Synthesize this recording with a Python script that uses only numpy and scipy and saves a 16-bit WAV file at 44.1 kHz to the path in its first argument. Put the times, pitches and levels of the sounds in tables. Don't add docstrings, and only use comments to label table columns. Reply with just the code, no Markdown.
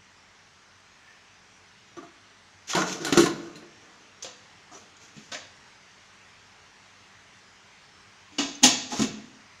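import sys
import numpy as np
from scipy import signal
from scipy.fft import rfft, irfft
from scipy.io import wavfile
from scipy.ndimage import uniform_filter1d, map_coordinates

SR = 44100
rng = np.random.default_rng(int(sys.argv[2]) if len(sys.argv) > 2 else 0)


def unload_wav(signal):
    wavfile.write(
        sys.argv[1],
        SR,
        np.round(np.clip(np.atleast_2d(signal).T, -1, 1) * 32767).astype(np.int16),
    )


N = 423360

# frequency_hz, relative_db
FAN_SPECTRUM = [(15, -43.5), (25, -21.5), (48, -9), (69, -15.5), (93, 3.5), (126, -5), (198, -5.5),
                (331, -9), (421, -5.5), (495, -11), (848, -5), (1950, -3.5), (3930, -11), (6210, -11),
                (15500, -52)]
WHIRR_SPECTRUM = [(1200, -40), (1650, -9), (1780, 2), (1950, -11), (3000, -15), (4500, -45)]
# pitch_hz, relative_db
MOTOR_ORDERS = [(48.4, -82), (96.9, -80.5), (145.3, -87), (193.8, -75.5)]
# start_s, thud_hz, thud_db,
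# clank_db, ring_db, ring_tilt_db_per_octave, edge_db, note_hz, note_db, rise_s, t60_s
PAN_IMPACTS = [ (1.966, 334, -38.5, -44.5, -52.5, -1, -86, 6050, -48, 0.0039, 0.2),
               (1.982, 270, -42.5, -57, -65, 0, -90, 1170, -33.5, 0.0026, 0.14),
               (2.027, 332, -46.5, -51, -59, 2, -82, 690, -43.5, 0.0025, 0.2),
               (2.697, 300, -67, -43, -36.5, 3, -60, 6350, -45, 0.0017, 0.18),
               (2.732, 304, -52, -30, -36, -2, -56, 3280, -27.5, 0.0011, 0.1),
               (2.750, 336, -25, -29.5, -26.5, -1.5, -41.5, 940, -21.5, 0.00067, 0.16),
               (2.768, 186, -27.5, -25.5, -44, 1, -52.5, 1027, -26.5, 0.00071, 0.32),
               (2.819, 200, -45, -26.5, -33, -2, -56, 1347, -29.5, 0.00085, 0.092),
               (3.000, 336.7, -37.5, -48.5, -52, -8, -71.5, 1440, -49, 0.0035, 0.35),
               (3.048, 335, -36.5, -36, -29, 6.5, -40.5, 4085, -28, 0.00084, 0.11),
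               (3.066, 360, -33.5, -33, -33.5, -2, -41.5, 1460, -28.5, 0.0017, 0.2),
               (3.124, 278, -16.5, -25, -22, 0, -40, 1344, -24, 0.0016, 0.1),
               (3.173, 338, -11.5, -22.5, -21.5, 5.5, -34.5, 155.6, -25, 0.00083, 0.19),
               (3.196, 334, -27.5, -34, -29, 0.5, -36.5, 7300, -35.5, 0.00096, 0.3),
               (3.235, 363, -20, -45, -45, -5, -42, 1750, -34, 0.0024, 0.17),
               (3.259, 355, -31, -23.5, -27.5, 0, -39, 1050, -17, 0.0017, 0.061),
               (3.555, 175, -48, -67, -49.5, 1, -61, 4180, -46, 0.0015, 0.23),
               (3.622, 349, -48.5, -58, -60, -6, -84, 580, -52.5, .002, 0.3)]
LID_IMPACTS = [ (4.224, 415, -52, -54, -37.5, 5, -52.5, 6170, -30.5, 0.002, 0.13),
               (4.245, 497, -43, -46.5, -41.5, -4, -65, 530, -39.5, 0.00057, 0.27),
               (4.712, 299, -47, -47.5, -54, 13, -85, 1220, -43, 0.0093, 0.24),
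               (4.745, 398, -45.5, -50, -59, 7, -84, 5900, -37, 0.0047, 0.17),
               (4.966, 202, -66, -73, -54, 10, -76, 5900, -65, 0.0011, 0.048),
               (5.166, 213.5, -40, -69.5, -50.5, -7, -78, 162, -39, 0.0025, 0.2),
               (5.316, 534, -44, -40.5, -34.5, -5, -57, 1532, -34.5, 0.0055, 0.28),
               (5.346, 612, -37, -60, -34.5, -16, -73, 2450, -45, 0.00061, 0.092),
               (8.320, 298, -52, -74, -57.5, -2, -83, 3350, -64, 0.0036, 1),
               (8.383, 282.6, -22.5, -33, -25, -4, -51, 2920, -25, 0.0024, 0.31),
               (8.552, 280, -55, -62, -62, -1, -75, 6260, -33.5, 0.0009, 0.09),
               (8.622, 273, -26.5, -41, -41.5, -7, -53, 820, -40, 0.0036, 0.41),
               (8.630, 260, -30, -40, -23.5, 11, -56, 895, -44, 0.0014, 0.19),
               (8.6337, 256.6, -15.5, -23, -10.5, -1.5, -23, 825, -13, 0.0033, 0.23),
               (8.918, 242, -28.5, -32.5, -34, -2, -52, 838, -21.5, 0.0075, 0.18),
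               (8.993, 215, -17, -35, -30.5, -1, -46, 143, -29.5, 0.0027, 0.26),
               (9.017, 256.5, -19, -41, -28.5, -6, -43, 60.6, -40, 0.0012, 0.17)]
# pitch_hz, relative_db
PAN_RESONANCES = [(154, -10), (303, -8), (402, -15), (569, -15), (687, -14), (793, -15), (1014, -14),
                  (1302, -15), (1463, -12), (1749, -12), (1906, -16), (2759, -16), (2965, -18), (3436, -16),
                  (3851, -22), (4038, -19), (4230, -21), (6194, -19), (7009, -19), (7226, -16)]
LID_RESONANCES = [(285, -15), (404, -20), (487, -12), (620, -15), (762, -14), (867, -12), (1001, -9),
                  (1144, -17), (1628, -20), (1794, -22), (2256, -21), (2572, -21), (2986, -14), (3392, -18),
                  (3587, -16), (3954, -21), (4041, -22), (4411, -17), (4507, -20), (4666, -14), (4725, -19),
                  (4910, -17), (5369, -17), (6022, -19), (6145, -18), (6513, -17), (6625, -15), (6696, -16),
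                  (6950, -16)]
# frequency_hz, relative_db
PAN_BODY_SPECTRUM = [(25, -25.5), (70, -29), (120, -26.5), (160, -1), (230, -12.5), (310, 4.5), (400, 2.5),
                     (480, -28), (700, -66)]
PAN_CLANK_SPECTRUM = [(260, -57), (450, -14), (774, -1.5), (842, -5.5), (991, -5.5), (1510, -5),
                      (1630, -12), (1900, -15), (2470, -33.5), (4180, -120)]
PAN_RING_SPECTRUM = [(940, -49), (1600, -9.5), (1810, -4.5), (2450, -11.5), (2670, -5.5), (3230, -10),
                     (3890, -5), (5160, -14.5), (7140, -10), (7960, -34), (9000, -27), (11700, -29.5),
                     (19800, -120)]
LID_BODY_SPECTRUM = [(25, -24), (70, -23), (130, -9.5), (200, -5), (265, 1.5), (330, -4.5), (420, -6),
                     (500, -13.5), (700, -65)]
LID_CLANK_SPECTRUM = [(380, -43), (490, 8), (560, -6.5), (700, 3), (830, 2.5), (1000, 2), (1250, 1.5),
                      (1700, -6.5), (2300, -59)]
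LID_RING_SPECTRUM = [(1000, -81), (1700, -6), (2300, -3), (2900, 1.5), (4000, 1), (5100, -0.5), (6400, 2.5),
                     (7200, 1), (7900, -12.5), (9000, -30), (12000, -46)]
EDGE_SPECTRUM = [(5500, -47), (8000, -1), (10000, -4.5), (12500, -16.5), (15000, -14), (16500, -35)]
# frequency_hz, t60_s
SHOP_DECAY = [(150, 0.78), (400, 0.62), (1500, 0.55), (5000, 0.53), (9000, 0.16), (15000, 0.2)]
# start_s, length_s, hiss_db, groan_db, hiss_t60_s
RUBS = [ (2.669, .02, -38, -56.5, .2), (2.689, 0.024, -33, -60, 0.25), (2.757, 0.04, -34.5, -32.5, 0.34),
        (2.857, 0.074, -37.5, -40, 0.35), (3.006, 0.14, -42.5, -40, 0.25), (3.141, .11, -34.5, -29, 0.18),
        (3.33, 0.13, -58, -49, 0.86), (3.804, .15, -69, -65, 1.8), (4.72, 0.055, -53.5, -59.5, 0.42),
        (4.996, .04, -54.5, -66, 0.56), (5.142, 0.22, -60, -67.5, 0.56), (8.896, 0.15, -37.5, -45, 0.21)]
# frequency_hz, relative_db
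RIM_HISS_SPECTRUM = [(700, -23), (1600, -5), (3000, -1), (4800, -4), (5700, 2.5), (6300, 2), (7400, -4.5),
                     (8300, -19.5), (12000, -24), (15500, -42)]
PANEL_GROAN_SPECTRUM = [(30, -46.5), (110, -3), (170, 7.5), (340, 7.5), (500, 6), (1000, -4), (1500, 0),
                        (2500, -49.5)]


def amp(db):
    return 10 ** (np.asarray(db) / 20)


def unit(x):
    return x / np.sqrt(np.mean(x ** 2) + 1e-20)


def along(points, hz):
    knots_hz, values = np.transpose(points)
    return np.interp(np.log(hz + 1), np.log(knots_hz), values)


def wobble(rate):
    return map_coordinates(rng.standard_normal(int(N * rate / SR) + 4), [np.arange(N) * rate / SR])


def ripple(bins, width, depth_db, bias=0):
    curve = unit(uniform_filter1d(rng.standard_normal(bins), size=width))
    return amp(depth_db * np.tanh(curve - bias))


def coloured(x, spectrum, comb=1):
    gain = amp(along(spectrum, np.fft.rfftfreq(len(x), 1 / SR)))
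    return unit(irfft(rfft(x) * gain * comb, len(x)))


def noise(spectrum, comb=1):
    return coloured(rng.standard_normal(SR), spectrum, comb)


def fan(far_db=-56.5, near_db=-54.5, approach_s=4.5, eddy_db=1.8):
    level_db = np.interp(np.arange(N) / SR, [0, approach_s], [far_db, near_db])
    hz, _, bands = signal.stft(rng.standard_normal(N), SR, nperseg=1024)
    eddies = uniform_filter1d(rng.standard_normal(bands.shape), size=8, axis=0)
    eddies = unit(uniform_filter1d(eddies, size=10, axis=1))
    depth_db = eddy_db * along([(200, 0.42), (1800, 0.54), (6000, 1.0)], hz)[:, None]
    swirl = signal.istft(bands * amp(depth_db * eddies), nperseg=1024)[1][:N]
    return amp(level_db) * coloured(swirl, FAN_SPECTRUM)


def motor(gain_db=0.5, waver_db=1.68):
    shaft_s = np.arange(N) / SR + 0.00025 * wobble(2.09)
    return sum(amp(db + gain_db + waver_db * wobble(3.17)) * np.sqrt(2) * np.sin(2 * np.pi * hz * shaft_s)
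               for hz, db in MOTOR_ORDERS)


def whirr(centre_s=1.095, half_width_s=0.09, peak_db=-57.5):
    swell = np.exp(-((np.arange(N) / SR - centre_s) / half_width_s) ** 2)
    return amp(peak_db) * swell * coloured(rng.standard_normal(N), WHIRR_SPECTRUM)


def struck_sheet(impacts, modes, body_spectrum, clank_spectrum, ring_spectrum, *,
                 dense_gain_db, body_gain_db, thud_gain_db, crack_gain_db, linger_db, linger_t60_s,
                 thud_t60_ratio, note_t60_ratio, edge_t60_ratio, mode_gain_db=-1.5):
    out, t, grid_hz = np.zeros(N), np.arange(SR) / SR, np.arange(SR // 2 + 1)
    decay = lambda t60_s: amp(-60 * t / t60_s)
    dense = ripple(len(grid_hz), 16, depth_db=6.5, bias=0.3) * ripple(len(grid_hz), 70, depth_db=4.5)
    mode_hz, mode_db = np.transpose(modes)
    tones = np.sin(2 * np.pi * (mode_hz[:, None] * t + rng.random((len(modes), 1))))
    free = mode_hz > 450
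    for (start_s, thud_hz, thud_db, clank_db, ring_db, tilt, edge_db,
         note_hz, note_db, rise_s, t60_s) in impacts:
        fade = decay(t60_s)
        linger = amp(linger_db) * decay(linger_t60_s)
        thud = amp(thud_db + thud_gain_db) * np.sin(2 * np.pi * thud_hz * t)
        thud *= decay(t60_s * thud_t60_ratio)
        body = amp(thud_db + body_gain_db) * (fade + linger) * noise(body_spectrum)
        brightness = lambda hz: amp(tilt * np.log2(np.clip(hz, 1500, 8000) / 4000))
        clank = amp(clank_db) * noise(clank_spectrum, dense)
        ring = amp(ring_db) * noise(ring_spectrum, dense * brightness(grid_hz))
        clang = amp(dense_gain_db) * (fade + linger) * (clank + ring)
        drive_db = np.interp(mode_hz, [420, 480, 1500, 2200], [thud_db, clank_db, clank_db, ring_db])
        strengths = amp(drive_db + mode_db + mode_gain_db + 1.5 * rng.standard_normal(len(modes)))
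        strengths *= rng.choice([-1, 1], len(modes))
        strengths *= np.where(mode_hz > 1500, brightness(mode_hz), 1)
        singing = (strengths * free) @ tones * (fade ** 0.75 + linger)
        damped = (strengths * ~free) @ tones * fade
        note = amp(note_db) * decay(t60_s * note_t60_ratio) * np.sin(2 * np.pi * note_hz * t)
        edge = amp(edge_db) * decay(t60_s * edge_t60_ratio) * noise(EDGE_SPECTRUM, dense)
        crack = amp(ring_db + crack_gain_db) * decay(0.028) * noise(ring_spectrum)
        attack = 1 - np.exp(-t / rise_s)
        blow = attack * (thud + body + clang + singing + damped + note + edge + crack)
        span = out[round(start_s * SR):][:SR]
        span += blow[:len(span)]
    return out


def pan():
    return struck_sheet(
        PAN_IMPACTS, PAN_RESONANCES, PAN_BODY_SPECTRUM, PAN_CLANK_SPECTRUM, PAN_RING_SPECTRUM,
        dense_gain_db=0, body_gain_db=-3, thud_gain_db=1, crack_gain_db=5.5,
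        linger_db=-22.5, linger_t60_s=0.55,
        thud_t60_ratio=1.05, note_t60_ratio=0.67, edge_t60_ratio=0.79)


def shop_reverberation(x):
    hz, t, bands = signal.stft(rng.standard_normal(SR), SR, nperseg=256)
    tail = signal.istft(bands * amp(-60 * t / along(SHOP_DECAY, hz)[:, None]), SR, nperseg=256)[1]
    response = np.pad(tail, (SR // 100, 0)) / np.linalg.norm(tail)
    return signal.fftconvolve(x, response)[:N]


def rub_envelope(start_s, length_s, t60_s, grip_s=0.021):
    t = np.arange(N) / SR - start_s
    return np.clip(t / grip_s, 0, 1) * amp(-60 * np.clip((t - length_s) / t60_s, 0, 3))


def scraping(grit_db=2.5, groan_t60_ratio=1.63):
    hiss, groan = np.zeros((2, N))
    for start_s, length_s, hiss_db, groan_db, t60_s in RUBS:
        hiss += amp(hiss_db) * rub_envelope(start_s, length_s, t60_s)
        groan += amp(groan_db) * rub_envelope(start_s, length_s, t60_s * groan_t60_ratio)
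    catches = lambda: rng.standard_normal(N) * amp(grit_db * wobble(900) + wobble(70))
    resonances = ripple(N // 2 + 1, 300, depth_db=5)
    rim = hiss * coloured(catches(), RIM_HISS_SPECTRUM, resonances)
    panel = groan * coloured(catches(), PANEL_GROAN_SPECTRUM, resonances)
    return rim + panel


def lid():
    return struck_sheet(
        LID_IMPACTS, LID_RESONANCES, LID_BODY_SPECTRUM, LID_CLANK_SPECTRUM, LID_RING_SPECTRUM,
        dense_gain_db=-0.5, body_gain_db=-9, thud_gain_db=-1, crack_gain_db=3,
        linger_db=-18, linger_t60_s=0.87,
        thud_t60_ratio=1.06, note_t60_ratio=0.47, edge_t60_ratio=0.746)


def scene():
    handling = pan() + lid() + scraping()
    reverberation = amp(-12.5) * shop_reverberation(handling)
    return (handling + reverberation + fan() + motor() + whirr())[None]


def record(dry, band_limit_hz=15700):
    rounded = dry / (1 + np.abs(dry) ** 6) ** (1 / 6)
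    passband = np.fft.rfftfreq(N, 1 / SR) < band_limit_hz
    return irfft(rfft(rounded) * passband, N)


dry = scene()
out = record(dry)
unload_wav(out)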